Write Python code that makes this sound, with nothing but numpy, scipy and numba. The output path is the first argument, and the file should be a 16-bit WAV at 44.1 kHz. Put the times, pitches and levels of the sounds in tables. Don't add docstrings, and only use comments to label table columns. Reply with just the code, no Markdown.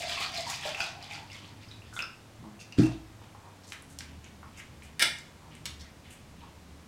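import sys
import numpy as np
from scipy import signal
from scipy.fft import rfft, irfft
from scipy.io import wavfile
from scipy.ndimage import uniform_filter1d
from numba import njit

SR = 44100
rng = np.random.default_rng(int(sys.argv[2]) if len(sys.argv) > 2 else 0)


def unload_audio(sound):
    columns = np.transpose(np.atleast_2d(sound))
    steps = np.round(np.clip(columns, -1, 1) * 32767)
    wavfile.write(sys.argv[1], SR, steps.astype(np.int16))


N = 302967
T = np.arange(N) / SR
KHZ, REF_DB = 1000, -30


def undb(db):
    return 10 ** (np.asarray(db) / 20)


def unit(x):
    return x / np.sqrt(np.mean(x ** 2))


def decay(t, t60_s):
    return np.exp(-np.log(1000) * t / t60_s)


def on_log(table, hz):
    f, v = np.transpose(table)
    return np.interp(np.log(np.maximum(hz, 1)), np.log(f), v)


def colour(x, spectrum):
    freqs_hz = np.fft.rfftfreq(len(x), 1 / SR)
    return irfft(rfft(x) * undb(on_log(spectrum, freqs_hz)), len(x))


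def walk(rate_hz):
    k = int(SR / rate_hz)
    steps = np.repeat(rng.standard_normal(N // k + 1), k)
    return 1.196 * uniform_filter1d(uniform_filter1d(steps, k), k)[:N]


@njit
def svf(x, hz, width_hz):
    y, b, l = np.empty(len(x)), 0., 0.
    for i in range(len(x)):
        g, k = np.tan(np.pi * hz[i] / SR), width_hz / hz[i]
        v = (b + g * (x[i] - l)) / (1 + g * (g + k))
        b, l, y[i] = 2 * v - b, l + 2 * g * v, k * v
    return y


def band(x, hz, width_hz):
    return svf(x + 1e-18, np.full(len(x), 1.) * hz, 1. * width_hz)


def tint(x, hz, share):
    return band(band(x, hz, share * hz), hz, share * hz)


@njit
def bubbles(start_s, size, hz, t60_s, rise):
    out = np.zeros(N)
    for j in range(len(hz)):
        i0, n, phase = int(start_s[j] * SR), int(t60_s[j] * SR), 0.
        for i in range(min(n, N - i0)):
            phase += 2 * np.pi * hz[j] * (1 + rise * i / n) / SR
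            out[i0 + i] += size[j] * np.exp(-np.log(1000) * i / n) * np.sin(phase)
    return out


def add(out, start_s, x):
    i = int(start_s * SR)
    out[i:i + len(x)] += x[:len(out) - i]


# (frequency [Hz], relative density [dB per Hz])
HUSH_SPECTRUM = [(12, -40), (20, -5), (32, -22.5), (74, -3.5), (98, -3.5), (163, -7), (293, -11),
                 (328, -11), (357, -14.5), (976, -18), (1370, -21), (7730, -31.5), (16000, -43.5)]
HUSH_DB = -52.5


def hush():
    noise = colour(rng.standard_normal(N), HUSH_SPECTRUM)
    low = signal.sosfilt(signal.butter(2, 400, fs=SR, output="sos"), noise)
    bass_waver = undb(2.4 * walk(3.09)) - 1
    return undb(HUSH_DB) * unit(noise + low * bass_waver)


# (start [s], end [s], pitch [Hz], peak level [dB])
HUSH_TONES = [(0.296, 1.094, 124, -55), (0.095, 1.5, 148, -60), (3.765, 4.195, 273.4, -59.5),
              (4.894, 5.791, 151.4, -56.5), (5.801, 6.2, 125.8, -64), (6.302, 6.871, 175, -60.5)]


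def hush_tones(fade_s=0.063):
    out = np.zeros(N)
    for start, end, hz, db in HUSH_TONES:
        fade = np.clip(np.minimum(T - start, end - T) / fade_s, 0, 1)
        level = undb(db + 2.0 * walk(7))
        phase = 2 * np.pi * np.cumsum(hz * (1 + 0.0155 * walk(7.3))) / SR
        out += fade * level * np.sin(phase)
    return out


# (multiple of firing rate [-], level [dB])
HARMONICS = [(1, -0.5), (2, -15.5), (3, -11.5)]
# (time [s], firing rate [Hz])
FIRING_RATE = [(.2, 83.5), (1.0, 97.2), (1.5, 102.6), (2.2, 110), (3.2, 108.1), (3.65, 96.6), (3.95, 80.3),
               (4.3, 75.3), (6.87, 73.6)]
# (time [s], level [dB])
DRONE_LEVEL = [(.2, -62), (.7, -62), (1.5, -51), (2.3, -60.5), (3.65, -54.5), (3.9, -61.5), (4.2, -51.5),
               (4.55, -61.5), (4.66, -78), (4.77, -55), (5.17, -58), (5.25, -81), (5.45, -62), (5.6, -66),
               (5.8, -54), (5.95, -60.5), (6.87, -56)]


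def engine():
    firing_hz = np.interp(T, *np.transpose(FIRING_RATE)) * (1 + 0.0107 * walk(8.3))
    turn = 2 * np.pi * np.cumsum(firing_hz) / SR
    tone = sum(undb(db + 2.0 * walk(9.7)) * np.sin(k * turn) for k, db in HARMONICS)
    return np.sqrt(2) * tone * undb(np.interp(T, *np.transpose(DRONE_LEVEL)))


# (frequency [Hz], t60 [s])
REVERB_T60 = [(150, 0.31), (1000, 0.43), (4000, 0.39), (12000, 0.24)]
ROOM_DB, ROOM_GAP_S, ROOM_TILT_DB_PER_OCTAVE = -3.5, 0.00334, -0.5


def room(x):
    t, tail = T[:SR], 0
    for octave in range(8):
        hz = 125 * 2 ** octave
        noise = band(rng.standard_normal(SR), hz, 0.94 * hz)
        tail = tail + undb(ROOM_TILT_DB_PER_OCTAVE * octave) * noise * decay(t, on_log(REVERB_T60, hz))
    tail = tail * (t > ROOM_GAP_S)
    tail = tail / np.sqrt(np.sum(tail ** 2))
    return x + undb(ROOM_DB) * signal.fftconvolve(x, tail)[:N]


# (time [s], length [s], rms level before shaping in time [dB], colour centre [Hz])
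RUB_EVENTS = [(1.928, 0.095, -53, 6840), (1.965, 0.14, -58, 1540), (2.39, 0.28, -56, 203),
              (2.427, 0.047, -55.5, 905), (2.775, 0.08, -43.5, 1570), (2.779, .14, -46.5, 734),
              (2.775, 0.059, -45, 3500), (2.594, 0.043, -52, 4960), (2.818, 0.063, -47.5, 5030),
              (2.907, 0.039, -53, 3500), (3.22, .04, -62, 2720), (3.424, 0.084, -55, 890),
              (3.633, 0.031, -56.5, 4800), (3.662, 0.1, -56, 6140), (3.724, 0.013, -50, 8000),
              (3.725, 0.047, -53, 1650), (3.883, 0.085, -61.5, 8000), (4.01, 0.15, -63, 2500),
              (4.236, 0.048, -56, 2473), (4.426, 0.051, -59, 1200), (4.532, 0.087, -58.5, 2560),
              (4.569, 0.043, -51.5, 5600), (4.572, 0.069, -51.5, 2350), (4.821, 0.062, -61, 7440),
              (4.828, 0.081, -61, 2570), (5.417, 0.078, -56.5, 940), (5.506, 0.089, -57.5, 2530),
              (5.655, 0.016, -34.5, 3100), (5.793, 0.044, -52, 4260), (5.802, 0.12, -60.5, 2000),
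              (6.032, 0.17, -59, 2660), (6.093, 0.082, -58.5, 7900), (6.379, 0.14, -63.5, 2950),
              (6.409, 0.061, -56, 940)]
RUB_WIDTH, RUB_GROWTH, RUB_HARDENING = 1.23, 0.42, 0.33


def rubs(grain_db=3.5):
    out, grain = np.zeros(N), rng.standard_normal(N) * undb(grain_db * walk(300))
    for start, length, db, hz in RUB_EVENTS:
        i, n = int(start * SR), int(length * SR)
        u = np.arange(n) / n
        width = RUB_WIDTH * (hz / KHZ) ** RUB_GROWTH * undb(RUB_HARDENING * (db - REF_DB))
        burst = unit(tint(grain[i:i + n], hz, width))
        add(out, start, undb(db) * burst * np.minimum(8 * u, 1) * np.minimum(2.0 * (1 - u), 1))
    return out


# (time [s], peak level [dB], colour centre [Hz])
CLICK_EVENTS = [(2.724, -36, 4470), (2.788, -23.5, 3000), (3.216, -44.5, 990), (3.349, -40.5, 880),
                (3.722, -24, 2150), (3.823, -39, 9450), (3.988, -23.5, 5300), (4.007, -28.5, 2410),
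                (4.244, -39.5, 6300), (4.43, -40, 1004), (4.576, -49, 7000), (4.822, -40.5, 2390),
                (4.995, -19, 5860), (5.186, -33, 7000), (5.552, -39, 8500), (5.656, -22, 6740)]
CLICK_WIDTH, CLICK_HARDENING = 0.94, 0.61


def clicks(crack_s=0.0031):
    t, out = T[:SR // 20], np.zeros(N)
    for start, db, hz in CLICK_EVENTS:
        crackle = 0.12 * rng.standard_normal(len(t)) * np.exp(-t / crack_s)
        width = CLICK_WIDTH * undb(CLICK_HARDENING * (db - REF_DB))
        tick = tint((t == 0) + crackle, hz, width)
        add(out, start, undb(db) * tick / np.abs(tick).max())
    return out


# (frequency [Hz], width [Hz], relative level [dB])
SHELL_MODES = [(600, 610, -11), (1630, 220, -12), (1864, 360, -1), (2194, 400, 2), (2830, 290, -0.5),
               (3500, 540, 2), (5000, 770, -0.5), (8300, 2700, -1.5), (13670, 1900, -11)]
SLIDE_S, SLIDE_DB = 4.995, -28
POP_S, POP_DB = 5.026, -14.5
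POP_DB_PER_S, RATTLE_DB_PER_S = 1700, 600


def cap():
    slip = rng.standard_normal(N) * undb(1.1 * walk(500))
    shell = np.zeros(N)
    for hz, width_hz, db in SHELL_MODES:
        mode = band(band(slip, hz, 1.5 * width_hz), hz, 1.5 * width_hz)
        shell += undb(db) * mode / np.sqrt(width_hz)
    slide_db = SLIDE_DB - RATTLE_DB_PER_S * np.maximum(T - POP_S, 0)
    pop_db = POP_DB - POP_DB_PER_S * np.abs(T - POP_S)
    return unit(shell) * undb(np.maximum(slide_db, pop_db)) * (T > SLIDE_S)


# (frequency [Hz], relative level [dB], t60 [s])
TOP_MODES = [(58.1, -21, 1), (94, -17, 0.28), (122.8, -3, 0.28), (134.5, -9, 0.48), (166, -5, 0.12),
             (223, -1, 0.22), (294, 11, 0.035), (318, 1.5, 0.52), (330, -6.5, 0.57), (384, -26, 0.29),
             (537, -39, 0.26), (700, -18, 0.18), (930, -14, 0.28)]
# (time [s], drive level [dB], push length [s])
BLOWS = [(2.388, -45, 0.0059), (2.426, -54, 0.0021), (2.767, -52, 0.003), (2.784, -19.5, 0.00256),
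         (2.795, -19.5, 0.002)]


def table():
    t, ring, out = T[:SR], np.zeros(SR), np.zeros(N)
    for k, (hz, db, t60_s) in enumerate(TOP_MODES):
        ring += (-1) ** k * undb(db) * decay(t, t60_s) * np.sin(2 * np.pi * hz * t)
    for start, db, push_s in BLOWS:
        push = np.hanning(int(push_s * SR) + 3)
        add(out, start, undb(db) * np.convolve(ring, push / push.sum()))
    return signal.sosfilt(signal.butter(2, 55, "high", fs=SR, output="sos"), out)


# (time [s], peak level [dB], starting pitch [Hz])
LONE_RINGS = [(0.111, -44, 4660), (0.174, -33.5, 1090), (0.178, -27.5, 2520), (.205, -37.5, 670),
              (0.214, -32, 1213), (.383, -35, 672), (0.467, -34, 938), (.654, -32.5, 600),
              (0.655, -45.5, 422), (0.747, -26, 2570), (0.804, -20.5, 2540), (0.805, -27.5, 1442),
              (0.805, -26, 4750), (1.027, -36, 4700), (1.108, -43, 817), (1.11, -39, 3600),
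              (1.111, -33, 2490), (1.18, -44, 854), (1.23, -48.5, 930), (1.301, -42, 2700),
              (1.317, -40, 5100), (1.35, -44, 2116), (1.429, -51, 1124), (1.49, -51, 930),
              (1.687, -45, 5000), (1.714, -37.5, 3840), (1.82, -44, 2670), (1.928, -40, 1430),
              (1.965, -34, 1440), (1.966, -39.5, 2060), (1.975, -36, 1410), (1.965, -34, 3500),
              (1.991, -21.5, 2568), (2.004, -26, 2614), (1.993, -54, 2010), (1.994, -35, 1425),
              (2.022, -39, 1520), (2.023, -28, 5140), (2.029, -34, 1293), (2.058, -47, 1330),
              (2.593, -46, 2700), (2.613, -40.5, 2640), (2.724, -36, 2740), (2.835, -34, 2650),
              (2.86, -36, 2650)]
DROP_T60_S, DROP_DAMPING = 0.062, 0.98
TWIN_DB, TWIN_DETUNE, TWIN_LAG_S = -8.5, 0.071, .008


def drops(spray_db=-14, spray_s=0.0035):
    s, db, hz = np.transpose(LONE_RINGS)
    t60_s, t = DROP_T60_S * (hz / KHZ) ** -DROP_DAMPING, T[:SR // 20]
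    out = bubbles(s, undb(db), hz, t60_s, 0.14)
    for lag, detune in rng.random((len(s), 2, 2)).T:
        twin_hz = hz * (1 + TWIN_DETUNE * (2 * detune - 1))
        out = out + bubbles(s + TWIN_LAG_S * lag, undb(db + TWIN_DB), twin_hz, t60_s, 0.13)
    for start, size in zip(s, undb(db + spray_db)):
        fleck = band(rng.standard_normal(len(t)), 5900, 4100)
        add(out, start, size * fleck * np.exp(-t / spray_s))
    return out


POUR_END_S = 1.9
SPATTER_DB, SPATTER_SCATTER_DB = -13, 5


def spatter():
    when, luck = rng.random((260, 2)).T
    ticks = np.zeros(N)
    ticks[(when * POUR_END_S * SR).astype(int)] = undb(np.minimum(-SPATTER_SCATTER_DB * np.log(luck), 16))
    return tint(ticks, 6000, 0.92)


# (frequency [Hz], relative level [dB per Hz])
SPLASH_SPECTRUM = [(590, -48), (1000, -3), (1170, -5.5), (1300, -8.5), (1860, -1), (2560, 1.5), (3740, 1),
                   (4760, 1.5), (8250, -13.5), (15500, -26)]
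# (frequency [Hz], width [Hz], level [dB])
BEAKER_MODES = [(2500, 910, -11), (3430, 260, -7), (4750, 1200, -8), (1310, 220, -10)]
# (time [s], splash level [dB], air-column level [dB])
GLUGS = [(0.0, -36, -41), (0.106, -35.5, -46.5), (0.213, -35.5, -44), (0.372, -38, -43.5),
         (0.503, -35.5, -49), (0.659, -37.5, -44.5), (0.808, -38.5, -44.5), (0.97, -68, -52),
         (1.036, -49.5, -62), (1.128, -45, -49.5), (1.338, -48.5, -79), (1.45, -55, -64), (1.63, -59, -86),
         (1.714, -60, -83), (1.872, -60, -87)]
SWELL_DB_PER_S, FADE_DB_PER_S = 213, 141
SPRAY_DB, SPRAY_GROWTH = -51, 1.5
COLUMN_HZ, CLIMB_HZ_PER_S, WOBBLE = 705, 87, .05


def stream(cycles=30, scatter_db=3.5, burst_s=.012, kin=0.18, froth_db=-6):
    s, top_db, top_column_db = np.transpose(GLUGS)[:, :, None]
    slope_db = np.where(T < s, SWELL_DB_PER_S * (T - s), FADE_DB_PER_S * (s - T))
    splash_db = np.max(top_db + slope_db, axis=0)
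    column_db = np.max(top_column_db + slope_db, axis=0)
    spray_db = SPRAY_DB + SPRAY_GROWTH * (splash_db + 40)
    wet = T < POUR_END_S

    when, pitch, luck = rng.random((1100, 3)).T[:, :, None]
    lag, spread, own = rng.random((1100, 4, 3)).T.swapaxes(1, 2)
    start_s = (when * POUR_END_S - burst_s * np.log(lag)).ravel()
    hz = (1000 * 8 ** pitch * (1 + kin * (spread - .5))).ravel()
    size_db = np.minimum(-scatter_db * np.log(luck * own), 14).ravel()
    swarm = bubbles(start_s, undb(size_db) * np.sqrt(hz), hz, cycles / hz, 0.16)

    froth = undb(froth_db) * rng.standard_normal(N) * wet
    splash = colour(unit(swarm) + froth, SPLASH_SPECTRUM)
    splash = splash + sum(undb(db) * band(splash, f, w) for f, w, db in BEAKER_MODES)
    spray = band(rng.standard_normal(N) * undb(2.6 * walk(230)) * wet, 6700, 3100)

    gulps = rng.standard_normal(N) * undb(3.0 * walk(60.9)) * wet
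    pipe_hz = (COLUMN_HZ + CLIMB_HZ_PER_S * T) * (1 + WOBBLE * walk(15.47))
    column = band(band(gulps, pipe_hz, 154), pipe_hz, 154)

    layers = ((splash, splash_db), (spray, spray_db), (column, column_db),
              (spatter(), splash_db + SPATTER_DB))
    return np.sqrt(np.mean(wet)) * sum(unit(x) * undb(db) for x, db in layers)


def scene():
    knocks = table()
    near = stream() + drops() + clicks() + rubs() + cap() + undb(0.5) * knocks
    return (room(near) + knocks + engine() + hush_tones() + hush())[None]


TOP_HZ = 15900


def record(dry):
    return signal.sosfilt(signal.ellip(10, .2, 80, TOP_HZ, fs=SR, output="sos"), dry)


dry = scene()
out = record(dry)
unload_audio(out)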